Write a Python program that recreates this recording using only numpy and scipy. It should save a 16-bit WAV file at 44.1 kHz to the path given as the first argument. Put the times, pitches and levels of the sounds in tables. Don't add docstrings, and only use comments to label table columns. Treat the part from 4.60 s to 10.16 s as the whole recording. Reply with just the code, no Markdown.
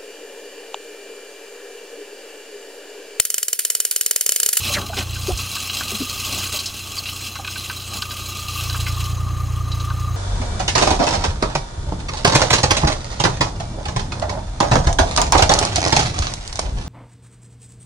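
import sys
import numpy as np
from scipy import signal
from scipy.fft import rfft, irfft
from scipy.io import wavfile
from scipy.ndimage import map_coordinates

SR = 44100
rng = np.random.default_rng(int(sys.argv[2]) if len(sys.argv) > 2 else 0)


def file_out(sig):
    cols = np.atleast_2d(sig).T
    lim = np.clip(cols, -1, 1)
    pcm = np.round(lim * 32767).astype(np.int16)
    wavfile.write(sys.argv[1], SR, pcm)


N = 245195
TIME = np.arange(N) / SR

# [freq_hz, level_db relative]
FLOOR_SPECTRUM = [(20, -3), (45, 5.5), (150, -3.5), (350, -2), (500, -12), (1000, -13), (2000, -16),
                  (3100, -41), (6000, -19), (10000, -24), (16000, -86)]

# [time_s, beats_per_s]
ENGINE_SPEED = [(0, 30.18), (0.35, 28.74), (0.6, 29.36), (0.88, 30.7), (1.1, 30.13), (3.65, 30.11),
                (4.05, 29.28), (4.5, 29.64), (5.56, 29.68)]
# [time_s, level_db untrimmed]
ENGINE_EFFORT = [(0.03, -31.5), (0.32, -33), (0.49, -28), (0.82, -31.5), (0.95, -40.5), (1.83, -35),
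                 (2.02, -40.5), (3.85, -34), (4.14, -24.5), (5.56, -23.5)]
# [multiple_of_beat, level_db relative]
EXHAUST_ORDERS = [(1, -18.5), (2, -2.5), (3, -0.5), (4, -0.5), (5, -15.5), (6, -22.5), (7, -28), (8, -34.5),
                  (9, -32.5), (10, -28), (11, -67.5), (12, -32.5)]
# [freq_hz, level_db relative]
CLATTER_SPECTRUM = [(100, -1.5), (200, -4), (400, -8.5), (800, -8.5), (2000, -14), (6000, -31)]
CYLINDERS, START_TURN = 3, -.48
FULL_EFFORT_DB, DRONE_DB, THUMP_DB, THUMP_GROWTH = -25.5, -1, -4, 0.33
UNEVEN, STRONG_AT = 0.12, 0.91

# [time_s, level_db untrimmed]
PUMP_LEVEL = [(0.0, -38), (0.55, -52), (0.68, -41), (0.9, -44.5), (1.85, -39.5), (2.08, -59), (2.35, -45.5),
              (3.2, -47.5), (3.42, -39.5), (4.55, -35.5), (5.05, -37.5), (5.25, -31.5), (5.56, -36.5)]
# [freq_hz, width_hz, level_db relative]
WHINE_MODES = [(1196.5, 71, -1.5), (1114, 66, -10)]
# [freq_hz, width_hz, level_db relative]
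OIL_MODES = [(3920, 62, -2), (4060, 69, -35), (5010, 92, -20), (6250, 230, -5.5), (6670, 420, -6.5)]
GEAR_ORDER, GEAR_SHARE = 40.66, 1.1

# [freq_hz, width_hz, gain_db above its broad response]
BED_MODES = [(1126, 60, 9.5), (1524, 125, 6), (1820, 314, -10), (2059, 13, 4.5), (2220, 174, -6.5),
             (3655, 270, -8.5), (3976, 370, 8.5), (4710, 107, 5.5), (5216, 160, 3.5), (5880, 140, -7.5),
             (7510, 96, -10.5), (8840, 153, -6.5), (9680, 80, -17)]
# [freq_hz, width_hz, level_db relative]
PANEL_MODES = [(1200, 210, -2.5), (1530, 160, 0.5)]
# [start_s, level_db, length_s, start_hz, end_hz, width_octaves]
SCRAPE_EVENTS = [(0.04, -31, 0.069, 3630, 3350, 0.67), (0.133, -21.5, 0.026, 4150, 2574, 0.93),
                 (0.142, -25, 0.055, 2587, 1176, 0.37), (0.363, -25, 0.041, 3010, 2604, 0.78),
                 (0.402, -33.5, 0.028, 2590, 2415, 1), (2.379, -23, 0.018, 4940, 4300, 0.11)]

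# [start_s, level_db, pitch_hz]
THUD_EVENTS = [(0.094, -27.5, 584), (0.16, -25.5, 590), (0.172, -32, 186), (0.293, -28.5, 670),
               (0.322, -30.5, 803), (0.367, -27.5, 386), (0.374, -28.5, 773), (0.679, -18.5, 368),
               (0.699, -25.5, 728), (0.713, -21, 61.3), (1.313, -30.5, 388), (1.326, -28, 214),
               (1.400, -20, 262.3), (1.935, -32.5, 594), (2.786, -29, 794)]
THUD_HZ, THUD_S, THUD_LENGTHENS = 405, 0.037, .27

# [start_s, knock_db untrimmed, pitch_hz, clank_db untrimmed]
KNOCK_EVENTS = [(0.2127, -20, 3210, -32.5), (0.331, -22.5, 1490, -43), (0.405, -22, 2600, -28),
                (0.5538, -30, 1530, -42), (0.773, -17.5, 5900, -52), (0.9632, -18, 3670, -28.5),
                (1.0949, -15, 2870, -33), (1.2068, -18, 1490, -26), (1.989, -13.5, 4500, -50),
                (2.057, -13, 5130, -60), (2.455, -18, 2750, -50), (2.4864, -16.5, 2970, -41),
                (2.754, -20.5, 1470, -35), (2.8453, -19.5, 2480, -30), (2.8743, -15.5, 2550, -27),
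                (2.9559, -21, 2330, -28.5), (3.0966, -16.5, 1530, -28), (3.421, -13.5, 3500, -23.5),
                (3.5058, -20.5, 3890, -31), (4.095, -18, 3780, -32), (4.1436, -18, 1280, -27),
                (4.2642, -16, 2070, -50), (4.404, -20.5, 2730, -45), (5.1157, -20, 3920, -45),
                (5.1982, -23.5, 3840, -40), (5.3003, -17, 1240, -33)]
CHATTER_T60_S, BARE_DB, BOUNCE_DB = 0.053, -30.5, 21
PEBBLE_COUNT, PEBBLE_DB, PEBBLE_SPREAD_DB, PEBBLE_HZ, PEBBLE_OCTAVES = 24, 6, 1, 3500, .3

# [time_s, level_db untrimmed]
POUR_LEVEL = [(0.0, -26.5), (0.14, -25), (0.22, -34), (0.52, -33.5), (0.85, -29), (1.4, -27), (1.87, -27.5),
              (2.25, -31), (2.6, -30.5), (2.82, -33.5), (3.0, -29), (3.25, -33.5), (4.0, -28.5),
              (4.44, -31.5), (4.62, -43), (5.2, -41), (5.56, -43)]
# [freq_hz, level_db relative]
SLIDE_SPECTRUM = [(700, -13), (1300, -11.5), (2000, -7.5), (2500, 0.5), (3200, 1.5), (4400, -6.5),
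                  (6600, -3.5), (8500, -8), (11000, -11), (16000, -13.5)]
# [freq_hz, level_db relative]
LANDING_SPECTRUM = [(100, 5), (150, -14), (195, 4.5), (300, 0), (390, 2), (480, -12), (600, 2), (700, -4.5),
                    (800, 1), (950, -8), (1550, -11.5), (3000, -33)]
# [peak_s, half_length_s, slide_db untrimmed, landing_db untrimmed]
SLAB_EVENTS = [(0.073, 0.032, -24.5, -40), (0.2, 0.058, -34.5, -36.5), (0.392, 0.051, -26, -38),
               (0.686, 0.031, -31.5, -42), (1.23, 0.12, -49, -46.5), (1.77, 0.095, -28, -41.5),
               (1.953, 0.021, -22.5, -42), (3.35, 0.051, -31.5, -42)]
POUR_DB, HEAP_DB, HEAP_FOLLOWS = -31.5, -52, .3
POUR_SWELL_DB, POUR_SWELLS_PER_S = 0.96, 5.2

# [freq_hz, level_db]
SCATTER_SPECTRUM = [(60, -25), (300, -19), (1200, -19), (3000, -23), (8000, -23), (13000, -11)]
# [freq_hz, left_minus_right_db]
STEREO_BALANCE = [(35, -9), (60, -7), (89, -1.8), (120, 1.6), (160, 2.8), (270, 2.5), (360, 4.5), (630, -2),
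                  (1000, 0), (1130, 5), (1230, 0.5), (1450, 0), (1600, -3), (1750, 0)]
EDGE_HZ = 15850


def amp(db):
    return 10 ** (np.asarray(db) / 20)


def unit(x):
    return x / np.sqrt(np.mean(x ** 2) + 1e-20)


def curves(rows):
    s, *columns = np.transpose(rows)
    return [np.interp(TIME, s, c) for c in columns]


def bins(x):
    return np.fft.rfftfreq(len(x), 1 / SR) + 1e-3


def colour(x, points):
    hz, db = np.transpose(points)
    gain = amp(np.interp(np.log(bins(x)), np.log(hz), db))
    return irfft(rfft(x) * gain, len(x))


def ring(x, modes, order=1):
    f = bins(x)
    response = sum(amp(db) / (1 + 2j * (f - hz) / width) ** order for hz, width, db in modes)
    return irfft(rfft(x) * response, len(x))


def causal(db):
    cepstrum = irfft(np.log(amp(db)))
    half = len(cepstrum) // 2
    cepstrum[1:half] *= 2
    cepstrum[half + 1:] = 0
    return np.exp(rfft(cepstrum))


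def wander(rate):
    t = TIME[::49]
    f = np.fft.rfftfreq(len(t), t[1])
    noise = rfft(rng.standard_normal(len(t)))
    slow = irfft(noise / (1 + (f / rate) ** 4), len(t))
    return unit(np.interp(TIME, t, slow))


def grains(per_s, spread_db):
    size = amp(spread_db * np.minimum(rng.exponential(1, N), 5))
    struck = rng.random(N) < per_s / SR
    return unit(size * rng.choice([-1, 1], N) * struck)


def rasping(size, hz, octaves):
    noise = rng.standard_normal(size)
    distance = np.log2(bins(noise) / hz) / octaves
    return unit(irfft(rfft(noise) * np.exp(-.5 * distance ** 2), size))


def add(mix, s, sound):
    part = mix[max(round(s * SR), 0):][:len(sound)]
    part += sound[:len(part)]


def background(floor_db=-46):
    return amp(floor_db) * unit(colour(rng.standard_normal(N), FLOOR_SPECTRUM))


def pump(turns, lag=.26, whine_db=-1, swell_db=1.44, oil_db=-48, oil_flutter_db=3):
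    kicks = np.diff(np.floor(turns - lag), prepend=-1)
    push = np.cos(2 * np.pi * (turns - lag))
    rush = (1 + .5 * push) * rng.standard_normal(N)
    mesh = np.sin(2 * np.pi * GEAR_ORDER * turns + .5 * wander(7.5))
    teeth = unit((1 + push) * mesh)
    ringing = unit(ring(unit(kicks) + 1.7 * unit(rush), WHINE_MODES, order=2))
    whine = unit(ringing + GEAR_SHARE * teeth)
    oil = np.zeros(N)
    for line in OIL_MODES:
        hiss = rng.standard_normal(N) * amp(oil_flutter_db * wander(25))
        oil += ring(hiss, [line], order=2)
    whine_level = amp(curves(PUMP_LEVEL)[0] + whine_db + swell_db * wander(8.3))
    return whine_level * whine + amp(oil_db) * unit(oil)


def valve(turns, place=.47, level_db=-25):
    taps = np.diff(np.floor(turns / CYLINDERS - place), prepend=-1)
    taps = taps * (1 + 0.32 * rng.standard_normal(N))
    tap_mode = [(1078, 48, 0)]  # freq_hz, width_hz, level_db
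    return amp(curves(ENGINE_EFFORT)[0] + level_db) * unit(ring(taps, tap_mode, order=2))


def exhaust(turns, flutter_db=1.0, clatter_db=-17, knock=0.21):
    effort_db = curves(ENGINE_EFFORT)[0]
    drone_db = effort_db + DRONE_DB
    thump_db = effort_db + THUMP_DB + THUMP_GROWTH * (effort_db - FULL_EFFORT_DB)
    cylinders = 1 + UNEVEN * np.cos(2 * np.pi * (turns / CYLINDERS - STRONG_AT))
    db = np.transpose(EXHAUST_ORDERS)[1]
    pipe = causal(np.r_[2 * db[0], db])[1:]
    tones = np.zeros(N)
    for k, response in enumerate(pipe, 1):
        level = amp(drone_db if k == 3 else thump_db)
        tones += level * (response * np.exp(2j * np.pi * k * turns)).real
    beating = 1 + knock * np.sin(2 * np.pi * turns)
    clatter = unit(colour(rng.standard_normal(N) * beating, CLATTER_SPECTRUM))
    boom = np.sqrt(2) * tones * cylinders * amp(flutter_db * wander(60))
    return boom + amp(drone_db + clatter_db) * clatter


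def steel(x):
    f = np.fft.rfftfreq(4096, 1 / SR)
    gain_db = sum(db * np.exp(-2 * ((f - hz) / width) ** 2) for hz, width, db in BED_MODES)
    return signal.fftconvolve(x, irfft(causal(gain_db)))[:len(x)]


def scrapes():
    out = np.zeros(N)
    for s, db, length, start_hz, end_hz, octaves in SCRAPE_EVENTS:
        hz = np.geomspace(start_hz, end_hz, int(length * SR))
        rasp = rasping(SR // 2, end_hz, octaves)
        glide = map_coordinates(rasp, [np.cumsum(hz) / end_hz], mode="wrap")
        add(out, s, amp(db) * unit(glide) * signal.windows.tukey(len(hz), .5))
    return out


def thuds(sag=0.12, crumble=0.36):
    out = np.zeros(N)
    for s, db, hz in THUD_EVENTS:
        scale_s = THUD_S * (THUD_HZ / hz) ** THUD_LENGTHENS
        u = np.arange(0, 2, 1 / (scale_s * SR))
        sinking_hz = hz * (1 + sag * (.5 - u))
        tone = np.sin(2 * np.pi * np.cumsum(sinking_hz) / SR)
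        push = u ** 2 * np.exp(-6 * u)
        thud = tone + crumble * rasping(len(u), hz, 0.63)
        add(out, s, amp(db) * push / push.max() * thud)
    return out


def pebbles(clank_db=-23):
    s = TIME[-1] * rng.random(PEBBLE_COUNT)
    size, pitch = rng.standard_normal((PEBBLE_COUNT, 2)).T
    db = np.interp(s, *np.transpose(POUR_LEVEL)) + PEBBLE_DB + PEBBLE_SPREAD_DB * size
    hz = PEBBLE_HZ * 2 ** (PEBBLE_OCTAVES * pitch)
    return list(zip(s, db, hz, db + clank_db))


def knocks_and_pings(level_db=-10, rise_s=0.0015, note_db=6, note_width_hz=100, crack=0.84, crack_hz=3000,
                     crack_s=0.0043, octaves=0.56, clank_db=-5):
    out, t = np.zeros(N), np.arange(SR // 6) / SR
    onset = SR // 100
    for s, db, hz, panel_db in [*KNOCK_EVENTS, *pebbles()]:
        t60 = CHATTER_T60_S * 2 ** min((BARE_DB - panel_db) / BOUNCE_DB, 1)
        fade = amp(-60 * t / t60)
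        chatter = rasping(len(t), hz, octaves) * fade
        snap = crack * rasping(len(t), crack_hz, octaves) * np.exp(-t / crack_s)
        note = ring(chatter, [(hz, note_width_hz, note_db)])
        knock = steel((snap + chatter + note) * (1 - np.exp(-t / rise_s)))
        blow = rng.standard_normal(len(t)) * fade * (1 - np.exp(-t / 0.0012))
        clank = ring(blow, PANEL_MODES, order=2)
        add(out, s, amp(db + level_db) * knock / np.std(knock[:onset]))
        add(out, s, amp(panel_db + clank_db) * clank / np.std(clank[:onset]))
    return out


def slabs():
    total = np.zeros((2, N))
    for s, half, slide_db, land_db in SLAB_EVENTS:
        swell = np.exp(-((TIME - s) / half) ** 2)
        total += swell * amp([[slide_db], [land_db]])
    return total


def landing(landing_db=6.0, lumpy_db=0.5):
    patter = (grains(900, 2.95) + 0.62 * rng.standard_normal(N)) * amp(lumpy_db * wander(30))
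    steady = amp(HEAP_DB + HEAP_FOLLOWS * (curves(POUR_LEVEL)[0] - POUR_DB))
    level = amp(landing_db) * np.hypot(steady, slabs()[1])
    return level * unit(steel(colour(patter, LANDING_SPECTRUM)))


def slide(slide_db=-0.8, dust=0.93, bursts_per_s=110, burst_s=0.0083, clump_db=2.5, count=26):
    f, rush = bins(TIME), np.zeros(N)
    place = np.interp(np.sqrt(f), np.sqrt([1200, 15000]), [0, count - 1])
    grit = rfft(grains(2500, 2.5) + dust * rng.standard_normal(N))
    for k in range(count):
        band = np.cos(np.pi / 2 * np.clip(place - k, -1, 1)) ** 2
        rush += irfft(grit * band, N) * amp(clump_db * wander(43))
    breaks = rng.random(N) * (rng.random(N) < bursts_per_s / SR)
    surge = 1 + signal.lfilter([1], [1, -np.exp(-1 / (burst_s * SR))], breaks)
    pour = amp(curves(POUR_LEVEL)[0] + POUR_SWELL_DB * wander(POUR_SWELLS_PER_S))
    level = amp(slide_db) * np.hypot(pour, slabs()[0])
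    return level * unit(steel(colour(rush * surge, SLIDE_SPECTRUM)))


def underside(x, echo=0.37, decay_s=0.0084, count=40):
    delay = rng.uniform(.001, .03, count)
    size = rng.choice([-1, 1], count) * np.exp(-delay / decay_s)
    taps = np.bincount((delay * SR).astype(int), size / np.linalg.norm(size))
    return (x + echo * signal.fftconvolve(x, taps)[:N]) / np.hypot(1, echo)


def scatter(mid):
    t = np.arange(SR // 20) / SR
    echoes = rng.standard_normal(len(t)) * np.exp(-t / 0.008)
    return colour(signal.fftconvolve(mid, echoes / np.linalg.norm(echoes))[:N], SCATTER_SPECTRUM)


def scene():
    turns = START_TURN + np.cumsum(curves(ENGINE_SPEED)[0]) / SR
    tractor = pump(turns) + valve(turns) + exhaust(turns)
    load = scrapes() + thuds() + knocks_and_pings() + underside(landing() + slide())
    mid = background() + tractor + load
    side = scatter(mid)
    return np.array([mid + side, mid - side])


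def record(dry):
    channels = []
    for x, sign in zip(dry, (1, -1)):
        channels.append(colour(x, [(hz, sign * db / 2) for hz, db in STEREO_BALANCE]))
    channels = np.array(channels)
    rounded = channels / (1 + (channels / .38) ** 4) ** .25
    lowpass = signal.firwin(511, EDGE_HZ, window=("kaiser", 9), fs=SR)
    return signal.oaconvolve(rounded, lowpass[None], "same")


dry = scene()
out = record(dry)
file_out(out)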